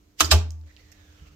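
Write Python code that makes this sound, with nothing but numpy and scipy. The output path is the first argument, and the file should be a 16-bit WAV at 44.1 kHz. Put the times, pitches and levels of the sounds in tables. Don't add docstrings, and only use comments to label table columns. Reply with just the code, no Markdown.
import sys
import numpy as np
from scipy import signal
from scipy.fft import rfft, irfft, next_fast_len
from scipy.io import wavfile
from scipy.ndimage import uniform_filter1d, map_coordinates

SR = 44100
rng = np.random.default_rng(int(sys.argv[2]) if len(sys.argv) > 2 else 0)


def store_pcm(level_fs):
    pcm = np.round(np.clip(level_fs, -1, 1) * 32767).astype(np.int16)
    wavfile.write(sys.argv[1], SR, np.atleast_2d(pcm).T)


def invert_db(x):
    u = np.asarray(x, float) / 20
    return 10 ** u


N = 59535
NOW = np.arange(N) / SR
LEFT_RIGHT = np.array([[.5], [-.5]])


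def unit(x):
    return x / np.sqrt(np.mean(x ** 2) + 1e-20)


def along(points, hz):
    f, v = np.transpose(points)
    return np.interp(np.log(hz + 1), np.log(f + 1), v)


def wobble(rate):
    knots = rng.standard_normal(int(N * rate / SR) + 4)
    return map_coordinates(knots, [np.arange(N) * rate / SR])


def filtered(x, response):
    m = next_fast_len(N + SR // 2)
    return irfft(rfft(x, m) * response(np.fft.rfftfreq(m, 1 / SR)), m)[..., :N]


def causal(gain):
    cepstrum = irfft(np.log(gain + 1e-6))
    half = cepstrum.shape[-1] // 2
    cepstrum[..., 1:half] *= 2
    cepstrum[..., half + 1:] = 0
    return np.exp(rfft(cepstrum))


def peak(f, hz, width_hz):
    damping = 1j * f * width_hz
    return damping / (hz * hz - f * f + damping)


def burst(s, length, t60):
    t = NOW - s
    return (t >= 0) * invert_db(-60 * np.clip(t - length, 0, 1) / t60)


def swell(s, hz, swell_s):
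    u = np.clip(NOW - s, 0, 1) / swell_s
    return -np.sin(2 * np.pi * hz * swell_s * u) * (u * np.exp(1 - u)) ** 2


# (frequency [Hz], left-right likeness [0-1])
ALIKE = [(60, 1), (130, 0.99), (290, .55), (640, 0.12), (2000, 0.0088)]


def mid_side_gain(hz):
    angle = np.arccos(np.clip(along(ALIKE, hz), -1, 1)) / 2
    return np.array([np.cos(angle), np.sin(angle)])


def alike(pair):
    mid, side = filtered(np.array([pair[0] + pair[1], pair[0] - pair[1]]), mid_side_gain)
    return np.array([mid + side, mid - side]) / np.sqrt(2)


def rush(spectrum, patchy_db):
    z = signal.stft(rng.standard_normal((2, N)), nperseg=512)[2]
    patches = uniform_filter1d(rng.standard_normal(z.shape[1:]), 5, 0)
    patches = unit(uniform_filter1d(patches, 9, 1))
    pair = signal.istft(z * invert_db(patchy_db * patches), nperseg=512)[1][:, :N]
    mid, side = filtered(pair, lambda hz: invert_db(along(spectrum, hz)) * mid_side_gain(hz))
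    return unit(np.array([mid + side, mid - side]))


# (frequency [Hz], level [dB rms])
HUM = [(198.5, -76.5), (300.8, -70.5), (412, -84.5), (270, -88.5)]
# (frequency [Hz], level [dB])
RUMBLE = [(12, -33), (30, -11), (60, -5), (82, 1), (105, -13.5), (130, -16.5), (250, -25), (400, -61)]
# (frequency [Hz], level [dB])
AIR = [(150, -18.5), (300, -2.5), (500, -8.5), (900, -13.5), (3500, -18.5), (6500, -17), (9000, -24),
       (16000, -18)]
RUMBLE_DB, AIR_DB = -62, -66.5
HUM_GROWS_DB, RUMBLE_GROWS_DB = 3.5, 4


def workshop():
    hum = 0
    for hz, db in HUM:
        cycles = hz * NOW + rng.random() + .08 * rng.standard_normal((2, 1))
        hum = hum + invert_db(db + 0.54 * wobble(8.2)) * np.sqrt(2) * np.sin(2 * np.pi * cycles)
    rumble = invert_db(RUMBLE_DB + RUMBLE_GROWS_DB * NOW + .8 * wobble(24)) * rush(RUMBLE, patchy_db=-1.5)
    return hum * invert_db(HUM_GROWS_DB * NOW) + rumble + invert_db(AIR_DB) * rush(AIR, patchy_db=0.9)


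# (frequency [Hz], left over right [dB])
LEAN = [(60, -5), (180, 0.5), (550, -2), (1650, 1), (4970, -7), (15000, -4.5)]
# (time [s], level [dB], centre [Hz], width [Hz], length [s])
SCRAPES = [
    (0.1991, -20, 3170, 5000, 0.01),
    (.1988, -30.5, 7100, 4700, .007),
    (.243, -47.5, 360, 72, .03),
    (.2445, -31.5, 6900, 730, 0.012),
    (.2446, -28, 4850, 660, 0.0059),
    (.2447, -41, 13000, 2500, 0.023),
    (.3085, -19.5, 4030, 4000, 0.0061),
    (.1984, -26.5, 12500, 4400, 0.0088),
    (.1888, -45, 7300, 700, .003),
    (.1928, -37, 5300, 2000, .003),
]
LEAD_IN_RISE_DB_PER_S, LEAD_IN_STEP_DB, SCRAPE_T60 = 1299, -13.5, .04


def scrapes():
    sound = np.zeros((2, N))
    for s, db, hz, w, length in SCRAPES:
        before = NOW - s
        lead_in = (before < 0) * invert_db(LEAD_IN_STEP_DB + LEAD_IN_RISE_DB_PER_S * np.clip(before, -1, 0))
        puff = rng.standard_normal((2, N)) * (lead_in + burst(s, length, SCRAPE_T60))
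        band = filtered(puff, lambda f: peak(f, hz, w) ** 2 * invert_db(LEFT_RIGHT * along(LEAN, f)))
        sound += invert_db(db) * np.sqrt(SR / w) / 2 * band
    return sound


CHATTER_PER_S, CHATTER_SPREAD_DB, RATTLE_DB = 3000, 2, 0
STRIKE_DB, BODY_DB = 11, -1.5


def clack(blows, body, tone):
    contacts = rng.random((2, N)) < CHATTER_PER_S / SR
    contacts = contacts * invert_db(CHATTER_SPREAD_DB * rng.standard_normal((2, N)))
    chatter = unit(contacts * np.sign(rng.standard_normal((2, N))))
    drive = unit(chatter + invert_db(RATTLE_DB) * rng.standard_normal((2, N)))
    drive = drive * sum(invert_db(db) * burst(s, length, t60) for s, db, length, t60 in blows)
    for s, db, *_ in blows:
        strike = np.arange(N) == round(s * SR) + np.array([[9], [0]])
        drive = drive + invert_db(db + STRIKE_DB) * strike

    def colour(f):
        resonances = sum(np.abs(peak(f, hz, w)) ** 2 for hz, w in body)
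        gain = invert_db(along(tone, f)) * (1 + invert_db(BODY_DB) * resonances) * invert_db(LEFT_RIGHT * along(LEAN, f))
        return causal(unit(gain))
    return filtered(drive, colour)


# (time [s], level [dB], chatter length [s], dying t60 [s])
LATCH = [
    (.2057, -10, 0.0021, 0.031),
    (.2105, -19, 0.0022, 0.028),
    (.2155, -23, 0.0012, 0.067),
]
# (frequency [Hz], width [Hz])
LATCH_BODY = [(1240, 160), (3060, 150), (3430, 110), (3860, 170), (5350, 160), (6000, 360), (6900, 570),
              (8900, 350), (12400, 190)]
# (frequency [Hz], level [dB])
LATCH_TONE = [(60, -50), (200, -22), (340, -9.5), (520, -16.5), (1100, -4.5), (2000, -12.5), (3300, -10),
              (7000, -14.5), (16000, -15.5)]


def latch():
    return clack(LATCH, LATCH_BODY, LATCH_TONE)


# (frequency [Hz], left over right [dB])
RING_LEAN = [(300, 0.5), (700, 3), (1300, 1), (2400, -2), (4400, -10), (8000, -4.5)]
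RING_RISE_S, RING_UNSTEADY_DB, PORTS_APART_S = 0.00069, 2, 0.000095


def rings(modes):
    sound = np.zeros((2, N))
    for s, hz, db, t60 in modes:
        t = np.clip(NOW - s - np.array([[PORTS_APART_S], [0]]), 0, 1)
        level_db = db - 60 * t / t60 + RING_UNSTEADY_DB * wobble(90) + LEFT_RIGHT * along(RING_LEAN, hz)
        tone = np.sin(2 * np.pi * (hz * t + rng.random()))
        sound += invert_db(level_db) * (1 - np.exp(-t / RING_RISE_S)) * tone
    return sound


# (start [s], frequency [Hz], level [dB], t60 [s])
LATCH_RINGS = [(.2058, 310, -31, .1), (.2056, 655, -24.5, .1), (.2056, 1061, -25.5, .1),
               (.2057, 1195, -14.5, 0.046), (.2065, 1295, -20, 0.048), (.2058, 1620, -26, .05),
               (.2058, 1927, -26, .05), (.2056, 2600, -18, 0.042), (.2057, 3058, -18.5, 0.091),
               (.2057, 3432, -21, 0.037), (.2056, 3890, -23, .04), (.2057, 6000, -24, 0.064),
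               (.2056, 7700, -23.5, .06), (.2057, 6440, -20, 0.062)]


def latch_rings():
    return rings(LATCH_RINGS)


# (frequency [Hz], t60 [s])
CABINET = [(150, 0.44), (500, 0.33), (2000, 0.29), (6000, 0.26), (10000, 0.18), (15000, 0.17)]
# (frequency [Hz], level [dB])
CABINET_TILT = [(200, 8.5), (1000, -0.5), (5000, -1), (15000, 0)]
CABINET_DB = -8


def cabinet(x):
    hz, t, z = signal.stft(rng.standard_normal((2, SR // 2)), SR, nperseg=256)
    decay_db = along(CABINET_TILT, hz)[:, None] - 60 * t / along(CABINET, hz)[:, None]
    tail = signal.istft(z * invert_db(decay_db), SR, nperseg=256)[1]
    tail = tail / np.linalg.norm(tail[0])
    return invert_db(CABINET_DB) * signal.fftconvolve(x, tail, axes=1)[:, :N]


# (time [s], boom [dB], pitch [Hz], swell time [s], ring [dB])
PUSHES = [
    (0.2113, -32.5, 74, 0.021, -40.5),
    (0.239, -34, 76.2, 0.0077, -28),
    (0.312, -20.5, 72.3, 0.026, -19.5),
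    (0.3168, -12, 80.3, 0.035, -57.5),
]
# (frequency [Hz], level [dB], t60 [s])
OVERTONES = [(193.1, -35, 0.41), (355.5, -28.5, 0.15), (422, -31, 0.3), (663, -31.5, 0.15), (900, -54, 1),
             (950, -50, 0.51), (1175, -54, 0.61), (714, -54, 0.6)]
PLATE_HZ, PLATE_T60, PLATE_RISE_S, PLATE_SIDE_DB = 79.42, 0.92, 0.0073, -16
DAMPED_AT_S, DAMPED_T60 = .688, 0.09


def plate():
    sound = np.zeros(N)
    for s, boom_db, hz, swell_s, ring_db in PUSHES:
        t = np.clip(NOW - s, 0, 2)
        decay = invert_db(ring_db - 60 * t / PLATE_T60) * (1 - np.exp(-t / PLATE_RISE_S))
        sound = sound - np.sin(2 * np.pi * PLATE_HZ * t) * decay + invert_db(boom_db) * swell(s, hz, swell_s)
    sound = sound * invert_db(-60 * np.clip(NOW - DAMPED_AT_S, 0, 1) / DAMPED_T60)
    late = np.roll(sound, round(SR / PLATE_HZ / 4)) * invert_db(PLATE_SIDE_DB)
    t = np.clip(NOW - DROPOUT[1][0], 0, 2)
    upper = 0
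    for hz, db, t60 in OVERTONES:
        level = invert_db(db + 2.7 * wobble(22) - 60 * t / t60)
        upper = upper + level * np.sin(2 * np.pi * (hz * t + rng.random((2, 1)) * hz / 1500))
    return np.array([sound + late, sound - late]) + upper * (1 - np.exp(-t / 0.0013))


# (time [s], level [dB], chatter length [s], dying t60 [s])
DROPOUT = [
    (.3130, -12.5, 0.0097, 0.045),
    (.328, -28, 0.013, .08),
]
# (frequency [Hz], width [Hz])
DROPOUT_BODY = [(645, 100), (1185, 37), (1540, 49), (2720, 370), (3820, 52), (4250, 43), (5700, 67),
                (7420, 250), (8300, 150), (10400, 350)]
# (frequency [Hz], level [dB])
DROPOUT_TONE = [(60, -38.5), (125, -6), (180, -12.5), (600, -10), (1100, -5), (1800, -10.5), (4000, -8.5),
                (8000, -12.5), (16000, -17.5)]
RAIL_HZ, RAIL_LATE_S = 1267, .007


def dropout():
    def rail(f):
        low = 1 / (1 + (f / RAIL_HZ) ** 4)
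        return 1 - low + low * np.exp(-2j * np.pi * f * RAIL_LATE_S)
    return filtered(clack(DROPOUT, DROPOUT_BODY, DROPOUT_TONE), rail)


# (start [s], frequency [Hz], level [dB], t60 [s])
DROPOUT_RINGS = [(.319, 641, -19.5, 0.07), (.318, 1182, -18.5, 0.073), (.3131, 1533, -19, 0.07),
                 (.3131, 1778, -18.5, .06), (.3133, 2710, -22.5, 0.11), (.3131, 4400, -25.5, .12),
                 (.3132, 3835, -17.5, .07), (.3135, 3900, -17.5, .06), (.3133, 4698, -24.5, 0.066),
                 (.314, 4942, -26.5, .12), (.314, 5280, -24.5, 0.11), (.316, 7200, -23, 0.064),
                 (.3133, 5200, -20, .07), (.3133, 7440, -24.5, 0.074)]


def dropout_rings():
    return rings(DROPOUT_RINGS)


# (start [s], frequency [Hz], level [dB], t60 [s])
SHEET_RINGS = [(.33, 2196, -40.5, .14), (0.329, 2595, -47.5, .24), (.33, 2745, -48.5, .31),
               (.33, 3230, -48, .2), (0.329, 4457, -52.5, .4), (.33, 4732, -47, .22),
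               (.33, 5163, -46.5, .21), (.33, 5712, -50.5, .28), (0.2437, 4790, -32, .05),
               (0.2437, 6790, -32.5, .04)]


def sheet_rings():
    return rings(SHEET_RINGS)


# (time [s], level [dB], centre [Hz], width [Hz], length [s])
TICKS = [(.5062, -37.5, 6240, 2487, 0.00094), (.5063, -52, 3970, 4000, 0.00028),
         (.5064, -52, 14100, 4000, 0.00071), (0.51, -51, 14300, 3000, .001),
         (.5198, -47.5, 6190, 2460, 0.00054), (.5199, -52, 13600, 3040, 0.00077),
         (.602, -63, 12270, 6010, 0.0012), (0.613, -59, 4460, 3040, 0.00069),
         (0.637, -57, 792, 1200, 0.00061), (0.665, -68.5, 6000, 2502, 0.00084),
         (0.675, -65, 6030, 4000, 0.00054), (.7651, -47.5, 4300, 1476, 0.0012),
         (.7652, -49.5, 2800, 1210, 0.0012), (0.7707, -49, 2910, 1013, 0.0014),
         (.917, -52, 6000, 2500, 0.0094), (.9171, -55, 11960, 900, 0.011), (0.918, -57, 1877, 403, 0.0089),
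         (0.9181, -58.5, 2570, 498, 0.0076), (.5065, -55, 2660, 1500, 0.00062),
         (0.692, -60, 1910, 500, .02), (1.122, -62.5, 6500, 1520, 0.006)]
TICK_T60, TICK_LEAN_DB, CLICK_DB = 0.0054, -7.5, 14.5


def ticks():
    sound = np.zeros((2, N))
    for s, db, hz, w, length in TICKS:
        click = invert_db(CLICK_DB) * (np.arange(N) == round(s * SR) + np.array([[1], [0]]))
        puff = rng.standard_normal((2, N)) * burst(s, length, TICK_T60) + click
        sound += invert_db(db) * np.sqrt(SR / w) / 2 * filtered(puff, lambda f: peak(f, hz, w) ** 2)
    return sound * invert_db(LEFT_RIGHT * TICK_LEAN_DB)


# (time [s], level [dB], note of the hollow [Hz])
SLIDE = [(.66, -66, 1850), (.685, -62.5, 1780), (.74, -66, 1890), (.8, -59.5, 2040), (0.899, -63, 1877),
         (1.05, -60.5, 1646), (1.2, -60.5, 1400), (1.28, -60.5, 1210), (1.35, -65.5, 1306)]
# (frequency [Hz], level [dB])
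SLEEVE = [(250, -26.5), (450, 2.5), (900, -7), (2500, -4), (4500, -8), (6500, -6.5), (9500, -20.5),
          (16000, -11.5)]
HOLLOW_DB, HOLLOW_WIDTH_HZ, SLIDE_LEAN_DB = 8, 220, -4.5
UPPER_HOLLOW, UPPER_HOLLOW_DB = 2.2, 0


def sleeve():
    s, level_db, hollow_hz = np.transpose(SLIDE)
    grains_db = 2.29 * rng.standard_normal(N).clip(-2, 3) + 1.224 * wobble(40)
    cloth = unit(rush(SLEEVE, patchy_db=0.5) * invert_db(grains_db))
    f, t, z = signal.stft(cloth, SR, nperseg=512)
    note = np.interp(t, s, hollow_hz)
    hollow = np.abs(peak(f[:, None], note, HOLLOW_WIDTH_HZ)) ** 2
    upper = np.abs(peak(f[:, None], UPPER_HOLLOW * note, 2 * HOLLOW_WIDTH_HZ)) ** 2
    gain = 1 + invert_db(HOLLOW_DB) * hollow + invert_db(UPPER_HOLLOW_DB) * upper
    cloth = unit(signal.istft(z * gain, SR, nperseg=512)[1][:, :N])
    return cloth * invert_db(np.interp(NOW, s, level_db, left=-120) + LEFT_RIGHT * SLIDE_LEAN_DB)


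# (time [s], level [dB], pitch [Hz], swell time [s])
BUMPS = [
    (.75, -54, 76.6, 0.027),
    (0.8447, -45, 74, 0.015),
    (0.67, -48, 80.5, 0.016),
    (1.015, -52.5, 74.7, 0.012),
    (1.2079, -43, 70.7, 0.018),
    (1.21, -51, 149, 0.015),
    (1.253, -48.5, 61, 0.018),
    (1.29, -57.5, 145, 0.04),
]


def bumps():
    return sum(invert_db(db) * swell(s, hz, swell_s) for s, db, hz, swell_s in BUMPS)


ROOM_LEAN_DB = -2.5


def scene():
    around = (workshop() + bumps()) * invert_db(LEFT_RIGHT * ROOM_LEAN_DB)
    parts = [scrapes() + latch(), dropout() + ticks()]
    mechanism = alike(sum(x + cabinet(x) for x in parts))
    ringing = latch_rings() + dropout_rings() + sheet_rings()
    return around + mechanism + ringing + plate() + sleeve()


def roll_off(x):
    return signal.sosfilt(signal.butter(12, 16980, fs=SR, output="sos"), x)


# (frequency [Hz], gain [dB])
MICROPHONE = [(6500, 1), (8000, -1), (9800, -6.5), (11000, -7), (12300, -1.5), (15500, -6.5)]
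CEILING, TOP_HZ = .9, 15750


def record(dry):
    x = filtered(dry, lambda hz: causal(invert_db(along(MICROPHONE, hz))))
    x = x / (1 + np.abs(x / CEILING) ** 6) ** (1 / 6)
    x = filtered(x, lambda hz: 1 / (1 + (hz / TOP_HZ) ** 80))
    return roll_off(x)


dry = scene()
out = record(dry)
store_pcm(out)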